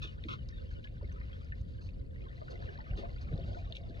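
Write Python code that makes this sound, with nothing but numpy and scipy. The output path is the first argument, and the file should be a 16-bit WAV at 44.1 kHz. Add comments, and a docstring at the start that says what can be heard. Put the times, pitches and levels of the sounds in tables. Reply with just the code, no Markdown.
"""Small waves lap over pebbles right below a hand-held phone. Bubbles ring as they surface, so the water
trickles, gurgles, fizzes and plinks over a soft wash. A fuller wavelet sloshes in during the second half, and
air squeezed between the stones glugs. The hand holding the phone scuffs on it, and pebble ticks, sprays and
thin whistles sound close by. The sea murmurs further off, and light wind rumbles and thumps on the phone's two
microphone openings (the ports)."""
import sys
import numpy as np
from scipy import signal
from scipy.fft import rfft, irfft
from scipy.io import wavfile
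from scipy.ndimage import map_coordinates

SR = 44100
rng = np.random.default_rng(int(sys.argv[2]) if len(sys.argv) > 2 else 0)


def inscribe(sig):
    """Save sig as 16-bit PCM at rate SR to the path in sys.argv[1].

    A 1-D sig is mono; a 2-D sig holds one channel per row.
    Samples are clipped to [-1, 1] before scaling.
    """
    pcm = np.round(np.clip(np.atleast_2d(sig).T, -1, 1) * 32767)
    wavfile.write(sys.argv[1], SR, pcm.astype(np.int16))


N = 176400
BUBBLE_RISE = 0.018  # share of pitch a bubble gains while it fades to about a third


def undb(db):
    """Turn decibels into a gain."""
    return 10 ** (np.asarray(db) / 20)


def unit(x):
    """Scale to an average (rms) level of 1."""
    return x / np.sqrt(np.mean(x ** 2) + 1e-24)


def clock():
    """The time of every sample, in seconds."""
    return np.arange(N) / SR


def per_bin(points):
    """Join (Hz, value) points into a curve over all frequencies."""
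    hz, value = np.array(points).T
    return np.interp(np.log(np.arange(N // 2 + 1) * SR / N + 1), np.log(hz), value)


def swell(curve):
    """Gain over time from (seconds, dB) points."""
    return undb(np.interp(clock(), *np.array(curve).T))


def colour(x, points):
    """Shape the tone with (Hz, dB) points; the result has level 1."""
    cepstrum = irfft(np.log(undb(per_bin(points))), N)
    cepstrum[1:N // 2] *= 2  # folded so the filter rings after a sound, never before
    cepstrum[N // 2 + 1:] = 0
    return unit(irfft(rfft(x) * np.exp(rfft(cepstrum)), N))


def noise(points):
    """Steady noise with the given tone."""
    return colour(rng.standard_normal(N), points)


def walk(rate):
    """Smooth random wandering of about 1 either way, at `rate` steps a second."""
    return map_coordinates(rng.standard_normal(4096), [clock() * rate], order=3, mode="wrap")


def add(out, start_s, sound):
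    """Mix a short sound in at its time."""
    i = max(int(start_s * SR), 0)
    out[i:i + len(sound)] += sound[:max(N - i, 0)]


def resonate(x, hz, width_hz):
    """Let one band of a sound ring; the result has level 1."""
    band = signal.butter(2, [hz - width_hz / 2, hz + width_hz / 2], "band", fs=SR, output="sos")
    return unit(signal.sosfilt(band, x))


def knocks(table, rise_s, width):
    """Brief random pushes, each ringing in a broad band around its pitch."""
    out, t = np.zeros(N), clock()[:SR // 10]
    for start, hz, db in table:
        push = rng.standard_normal(len(t)) * t * np.exp(-t / rise_s)
        edges = [hz / (1 + width), min(hz * (1 + width), SR / 2 - 1)]
        ring = signal.sosfilt(signal.butter(3, edges, "band", fs=SR, output="sos"), push)
        add(out, start, undb(db) * ring / np.abs(ring).max())
    return out


def ports(x):
    """Sound from the ground reaches the two ports out of step, opposite at middle pitches."""
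    # Each row: frequency in Hz, how far the left port leads in radians.
    phase = [(100, -27), (260, -3), (450, -2.5), (700, -4), (1100, -3), (2000, -3), (3200, -2),
             (3600, -1.67), (4000, 0.89), (6000, 0.5)]
    turn = np.exp(.5j * per_bin(phase))
    return np.array([irfft(rfft(x) * turn, N), irfft(rfft(x) / turn, N)])


def reflections(x, decay_s=0.0068):
    """Brief echoes from the stones, different at each port."""
    t = clock()[:SR // 20]
    echoes = rng.standard_normal((2, len(t))) * np.exp(-t / decay_s)
    return undb(-1.5) * np.array([signal.fftconvolve(x, e / np.linalg.norm(e))[:N] for e in echoes])


def bubble(hz, cycles, rise=BUBBLE_RISE, attack_cycles=3.3):
    """A ring that climbs as the bubble surfaces, fading to about a third in `cycles` vibrations."""
    turns = np.arange(int(6 * cycles * SR / hz)) * hz / SR
    age = turns / cycles
    attack = 1 - np.exp(-(turns / attack_cycles) ** 2)
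    return np.sin(2 * np.pi * turns * (1 + rise * age / 2)) * np.exp(-age) * attack


def swarm(count, low_hz, high_hz, cycles, spread_db):
    """Bubbles of random size, strength and ring, scattered in time."""
    out = np.zeros(N)
    for when, size, strength, ring, glide in rng.random((count, 5)):
        hz = low_hz * (high_hz / low_hz) ** size
        gain = undb(spread_db * min(-np.log(strength), np.pi)) * np.sqrt(hz / low_hz)
        add(out, when * N / SR, gain * bubble(hz, cycles * 2 ** (2 * ring - 1), 2 * glide * BUBBLE_RISE))
    return out


def water(bubbles, tone, flow, wash_db, below=True):
    """Bubbles over a restless wash, swelling with the flow; `below` means right under the phone."""
    restless = undb(3.7 * walk(28.02))
    near = colour(bubbles, tone) + undb(wash_db) * restless * noise(tone)
    heard = ports(near) + undb(-8) * reflections(near) if below else near + reflections(near)
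    return unit(heard) * swell(flow)


def trickle():
    """Water runs between the stones with ringing bubbles and clumps of crackle."""
    # Each row: time in seconds, level in dB.
    flow = [(0, -60.5), (.2, -64), (.45, -64), (.6, -62), (0.951, -65), (1.2, -57.5), (1.42, -61),
            (1.65, -73), (1.9, -63), (2.08, -74.5), (2.249, -59.5), (2.45, -64), (2.749, -54.5),
            (3.05, -58.5), (3.3, -59.5), (3.55, -59.5), (3.849, -64), (4, -62.5)]
    # Each row: frequency in Hz, level in dB.
    tone = [(200, -29.5), (500, -16), (800, -5), (1150, 3.5), (1650, 8.5), (2400, 2), (3200, -2.5),
            (4600, -8), (5600, -12.5), (7500, -33.5), (12000, -54)]
    bubbles = swarm(count=900, low_hz=850, high_hz=4800, cycles=6, spread_db=4.5)
    crackle = swarm(count=3000, low_hz=900, high_hz=5000, cycles=2, spread_db=4)
    clumps = unit(crackle * undb(3.24 * walk(60)))
    return water(unit(bubbles) + undb(-4) * clumps, tone, flow, wash_db=-7.5)


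def gurgle():
    """Deeper bubbles ring in the wavelets."""
    # Each row: time in seconds, level in dB.
    flow = [(0, -81), (.45, -69.5), (.73, -56.5), (.87, -75), (1.13, -63.5), (1.6, -73), (2.15, -67),
            (2.27, -57), (2.36, -62), (2.52, -57), (2.68, -51), (2.88, -78), (3.01, -51.5), (3.2, -72),
            (3.52, -64), (4, -76)]
    # Each row: frequency in Hz, level in dB.
    tone = [(150, -12), (300, 0), (520, 0), (660, -5.5), (800, -13.5), (1000, -12.5), (1500, -23.5),
            (4000, -71.5)]
    bubbles = swarm(count=420, low_hz=300, high_hz=1200, cycles=4, spread_db=3)
    return water(bubbles, tone, flow, wash_db=-5)


def fizz():
    """Tiny bubbles ring in a thin sheet of water."""
    # Each row: time in seconds, level in dB.
    flow = [(0, -70), (.4, -73), (0.649, -69), (1, -76), (1.3, -70.5), (1.72, -75), (1.95, -72),
            (2.1, -78.5), (2.45, -68), (2.66, -65), (2.88, -87.5), (3.1, -68), (3.3, -71), (3.53, -64.5),
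            (3.8, -69.5), (4, -69.5)]
    # Each row: frequency in Hz, level in dB.
    tone = [(800, -21.5), (2000, 5), (3300, 5), (4500, 4.5), (5400, -10.5), (6500, -9), (7600, -20),
            (10000, -31), (13000, -45.5)]
    bubbles = swarm(count=1600, low_hz=2400, high_hz=6000, cycles=5, spread_db=3.5)
    return water(bubbles, tone, flow, wash_db=-2, below=True)


def wind():
    """Gusts rumble on the ports."""
    # Each row: time in seconds, level in dB.
    gusts = [(0, -43.5), (.7, -42), (.88, -44), (1.1, -41), (1.42, -44), (1.65, -42), (2.05, -41),
             (2.35, -45), (2.65, -40.5), (2.85, -44.5), (2.93, -40.5), (3.2, -42), (3.42, -36.5),
             (3.62, -42.5), (3.76, -44.5), (4, -41.5)]
    # Rumble both ports share. Each row: frequency in Hz, level in dB.
    shared_tone = [(15, -20), (28, -8), (42, 0.5), (66, 1.5), (100, -1.5), (150, -11.5), (220, -18.5),
                   (320, -26.5), (480, -37), (800, -74), (1500, -85.5)]
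    # Rumble that differs between them. Each row: frequency in Hz, level in dB.
    side_tone = [(15, -25.5), (30, -14.5), (60, -7), (100, 0), (150, -14.5), (220, -13.5), (320, -21),
                 (480, -37.5), (700, -58.5), (1500, -77)]
    shared, side = noise(shared_tone), undb(-8.5) * noise(side_tone)
    return unit(np.array([shared + side, shared - side])) * swell(gusts) * undb(walk(16))


def distant_sea():
    """The sea further off makes a softly wavering murmur."""
    # Each row: frequency in Hz, level in dB.
    tone = [(100, -11.5), (200, 4.5), (350, -2.5), (520, 12.5), (600, 2), (700, -31), (900, -19),
            (1500, -14.5), (4000, -37.5), (6000, -42), (8000, -38.5), (12000, -60)]
    murmur = ports(noise(tone)) + undb(-3) * np.array([noise(tone), noise(tone)])
    return undb(-61.5) * unit(murmur) * undb(2 * walk(14))


def scuffs(attack_s=0.0042):
    """Short rubs of a hand on the phone: a rasp over a hollow body, two rings, and fine grit on top."""
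    # Each row: start, hold and fade in seconds, level in dB, body in dB, low ring in Hz and dB,
    # high ring in Hz and dB, grit in dB. Body, rings and grit are relative to the rasp.
    rubs = [(0.017, 0.025, 0.024, -47.5, -3.5, 1740, -11, 3600, -4.5, -26),
            (0.282, 0.055, 0.012, -49.5, 5.5, 2154, -3.5, 3900, -18, -38),
            (2.97, 0.018, 0.031, -54.5, -1.5, 1830, -1, 4370, -7.5, -29),
            (3.747, 0.023, 0.01, -57, -24, 2320, 0.5, 3930, -7, -15)]
    # Rings within the rasp. Each row: pitch in Hz, width in Hz, level in dB.
    rasp_rings = [(2580, 260, -2), (3250, 900, -1.5)]
    # The tones of the three parts. Each row: frequency in Hz, level in dB.
    rasp_tone = [(500, -41.5), (1250, -22), (1800, -21), (2300, -30), (2600, 4), (3400, -1.5), (4300, -1.5),
                 (5500, -7.5), (6800, -20.5), (8000, -45), (12500, -53)]
    body_tone = [(150, -10), (300, 2), (520, -7), (790, -41), (980, -8), (1120, -1), (1330, 0.5),
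                 (1520, -8.5), (1750, -33), (3000, -75)]
    grit_tone = [(3000, -21), (6000, 9), (7500, -3.5), (9000, -11), (10500, -13), (12000, -53)]
    t, out = clock(), np.zeros(N)
    grain = undb(2.1 * walk(400))
    rub = lambda: grain * rng.standard_normal(N)
    ring = sum(undb(db) * resonate(rub(), hz, width) for hz, width, db in rasp_rings)
    rasp = unit(colour(rub(), rasp_tone) + undb(6) * unit(ring))
    body = colour(rub(), body_tone)
    grit = colour(rub() * undb(5.3 * walk(1400)), grit_tone)
    push = rub()
    for start, hold, fade, db, body_db, low_hz, low_db, high_hz, high_db, grit_db in rubs:
        shape = np.clip((t - start) / attack_s, 0, 1) * np.exp(-np.maximum(t - start - hold, 0) / fade)
        low = undb(low_db) * resonate(push, low_hz, 0.048 * low_hz)
        high = undb(high_db) * resonate(push, high_hz, 0.096 * high_hz)
        out += undb(db) * shape * (rasp + undb(body_db) * body + low + high + undb(grit_db) * grit)
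    return out


def wind_thumps(top_hz=630):
    """Single puffs of wind hit the ports with a dull thump."""
    # Each row: start in seconds, pitch in Hz, level in dB.
    puffs = [(.04, 258, -44), (.243, 226, -39.5), (1.022, 340, -43), (1.035, 68.6, -36.5), (1.6, 71, -34),
             (1.745, 72.5, -35), (2.9, 58.7, -29.5), (2.975, 280, -38), (3.312, 380, -42.5),
             (3.322, 134, -26.5), (3.382, 376, -45), (3.398, 68, -35), (3.62, 61.3, -31.5),
             (3.893, 250, -40.5)]
    muffle = signal.butter(6, top_hz, fs=SR, output="sos")
    return signal.sosfilt(muffle, knocks(puffs, rise_s=0.0069, width=.55))


def whistles(pitch_fall=0.1):
    """Water draining away makes thin, wavering tones that slide down."""
    # Each row: start and length in seconds, starting pitch in Hz, level in dB.
    notes = [(0.067, 0.0465, 3160, -55), (0.199, 0.041, 3190, -68.5), (0.372, 0.067, 3135, -65.5),
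             (0.52, 0.1, 3816, -66), (0.673, 0.055, 3250, -68), (0.746, 0.044, 3110, -64)]
    out = np.zeros(N)
    waver = 1 + walk(130) + 1j * walk(130)  # shakes both level and pitch
    for start, length, hz, db in notes:
        age = np.clip((clock() - start) / length, 0, 1)
        turns = np.cumsum(hz * (1 - pitch_fall * age)) / SR
        out += undb(db) * np.sin(np.pi * age) * np.real(waver * np.exp(2j * np.pi * turns))
    return out


def pebble_ticks():
    """Pebbles knock and ring very briefly. The tick at 3.767 s belongs to the hand's last scuff on the phone
    and gives it a crisp edge."""
    # Each row: start in seconds, pitch in Hz, level in dB.
    ticks = [(.2374, 3620, -42.5), (.238, 2140, -39.5), (.488, 4250, -47.5), (1.075, 4060, -58),
             (1.329, 3070, -56), (1.612, 5500, -63), (3.377, 4100, -49.5), (3.723, 3400, -36),
             (3.752, 3500, -41), (3.767, 3080, -38.5), (3.896, 4060, -53.5)]
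    return knocks(ticks, rise_s=0.00075, width=.2)


def plinks(shed_count=6, shed_s=.028, flutter=0.31):
    """A wet splat traps a large bubble, which rings with a flutter and sheds small bubbles."""
    # Each row: start in seconds, pitch in Hz, level in dB, vibrations to fade to about a third.
    bubbles = [(0.487, 4940, -46, 10), (0.841, 2960, -41, 11), (0.844, 1662, -45.5, 22),
               (.872, 2200, -39, 3.2), (1.011, 904, -40.5, 1.9), (1.115, 1470, -43, 2.2),
               (1.123, 6020, -61.5, 25), (1.209, 1200, -47, 7), (1.211, 1860, -43, 10),
               (1.328, 3220, -51.5, 26), (1.445, 4830, -55.5, 20), (1.521, 1773, -34, 11.2),
               (1.888, 2510, -43, 9.9), (1.957, 2300, -58, 3.5), (2.159, 1920, -48, 13),
               (2.207, 2080, -46, 4.1), (2.219, 2420, -51, 13), (2.411, 604, -35.5, 5.9),
               (2.414, 1170, -45, 6.3), (2.479, 1453, -38, 7.5), (2.494, 501, -38.5, 6),
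               (2.526, 462, -37, 5.4), (2.622, 522, -36.5, 2.8), (2.675, 455, -39, 4.4),
               (2.787, 848, -39.5, 10.4), (2.876, 3080, -59, 8.4), (3.03, 670, -32, 11),
               (3.082, 563, -39.5, 5.9), (3.285, 1430, -53, 7.1), (3.437, 2740, -50, 14),
               (3.511, 638, -39.5, 6), (3.565, 684, -36, 10.4), (3.969, 2100, -43, 3.1)]
    out = np.zeros(N)
    for start, hz, db, cycles in bubbles:
        add(out, start, undb(db) * bubble(hz, cycles))
        for when, size, strength in rng.random((shed_count, 3)):
            shed_hz = min(hz * 2 ** (1.3 * size - .4), 5500)
            add(out, start + when ** 2 * shed_s, undb(db - 5.5) * strength * bubble(shed_hz, cycles=3.2))
    contacts = [(start - 0.00099, hz, db - 9.5) for start, hz, db, _ in bubbles]
    splats = knocks(contacts, rise_s=0.0018, width=0.36)
    return out * (1 + flutter * walk(600)) + splats


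def sprays():
    """Water breaks over stones: a crackling hiss jumps up and sinks back."""
    # Each row: start and length in seconds, level in dB.
    bursts = [(0.704, 0.04, -65.5), (1.808, 0.097, -63.5), (2.502, 0.032, -57.5), (2.964, 0.058, -60.5),
              (3.211, 0.032, -59.5), (3.514, .11, -66)]
    # Each row: frequency in Hz, level in dB.
    tone = [(900, 8), (2000, -4.5), (3400, -17), (4300, 5.5), (5000, 4), (5400, -11.5), (6200, -4.5),
            (7200, -19), (8200, -23.5), (10500, -31), (12000, -68)]
    out = np.zeros(N)
    hiss = colour(undb(1.7 * walk(810)) * rng.standard_normal(N), tone)
    for start, length, db in bursts:
        age = np.clip((clock() - start) / length, 0, 1)
        out += undb(db) * hiss * np.sqrt(np.abs(np.sin(np.pi * np.sqrt(age))))
    return out


def slosh():
    """A fuller wavelet runs in from further out, full of low bubbles."""
    # Each row: time in seconds, level in dB.
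    flow = [(2.301, -73.5), (2.55, -57.5), (2.85, -62.5), (3.01, -51.5), (3.199, -66.5), (3.38, -51.5),
            (3.47, -56), (3.58, -55), (3.75, -60.5), (3.92, -58.5)]
    # Each row: frequency in Hz, level in dB.
    tone = [(150, -7), (300, 4), (500, 6.5), (670, 7), (790, -4.5), (1050, -21.5), (2000, -34),
            (8000, -79.5)]
    bubbles = swarm(count=900, low_hz=240, high_hz=820, cycles=4.5, spread_db=2.5)
    return water(bubbles, tone, flow, wash_db=-3.5, below=False)


def glugs(length_s=.035, pitch_rise=.28, flutter=.35):
    """Air squeezed up between the stones makes a fluttering note that climbs as its pocket shrinks."""
    # Each row: start in seconds, starting pitch in Hz, level in dB.
    pockets = [(2.335, 1600, -53), (2.658, 1450, -42.5), (2.783, 1620, -53), (3.073, 1360, -50),
               (3.17, 1950, -52), (3.218, 1400, -48), (3.432, 1050, -52), (3.508, 1170, -48)]
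    out = np.zeros(N)
    for start, hz, db in pockets:
        age = np.clip((clock() - start) / length_s, 0, 1)
        turns = np.cumsum(hz * (1 + pitch_rise * age ** 2)) / SR
        out += undb(db) * np.sin(np.pi * np.sqrt(age)) ** 2 * np.sin(2 * np.pi * turns)
    return out * (1 + flutter * walk(300))


def scene():
    """Mix water, close sounds and wind, with the left side a little louder."""
    wavelets = trickle() + gurgle() + slosh() + fizz()
    close = plinks() + sprays() + whistles() + scuffs() + pebble_ticks()
    ground = wavelets + ports(close) + undb(-7.5) * reflections(close)
    return (ground + wind() + wind_thumps() + distant_sea()) * undb([[.25], [-.25]])


def record(dry, top_hz=14900):
    """The phone's microphones add a faint hiss, and the highest treble is cut."""
    # Each row: frequency in Hz, level in dB.
    tone = [(1000, -5), (7000, -4.5), (10000, 2), (12000, -9), (15000, -0.5)]
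    hiss = undb(-90) * np.array([noise(tone), noise(tone)])
    return signal.sosfilt(signal.ellip(8, .2, 70, top_hz, fs=SR, output="sos"), dry + hiss)


dry = scene()
out = record(dry)
inscribe(out)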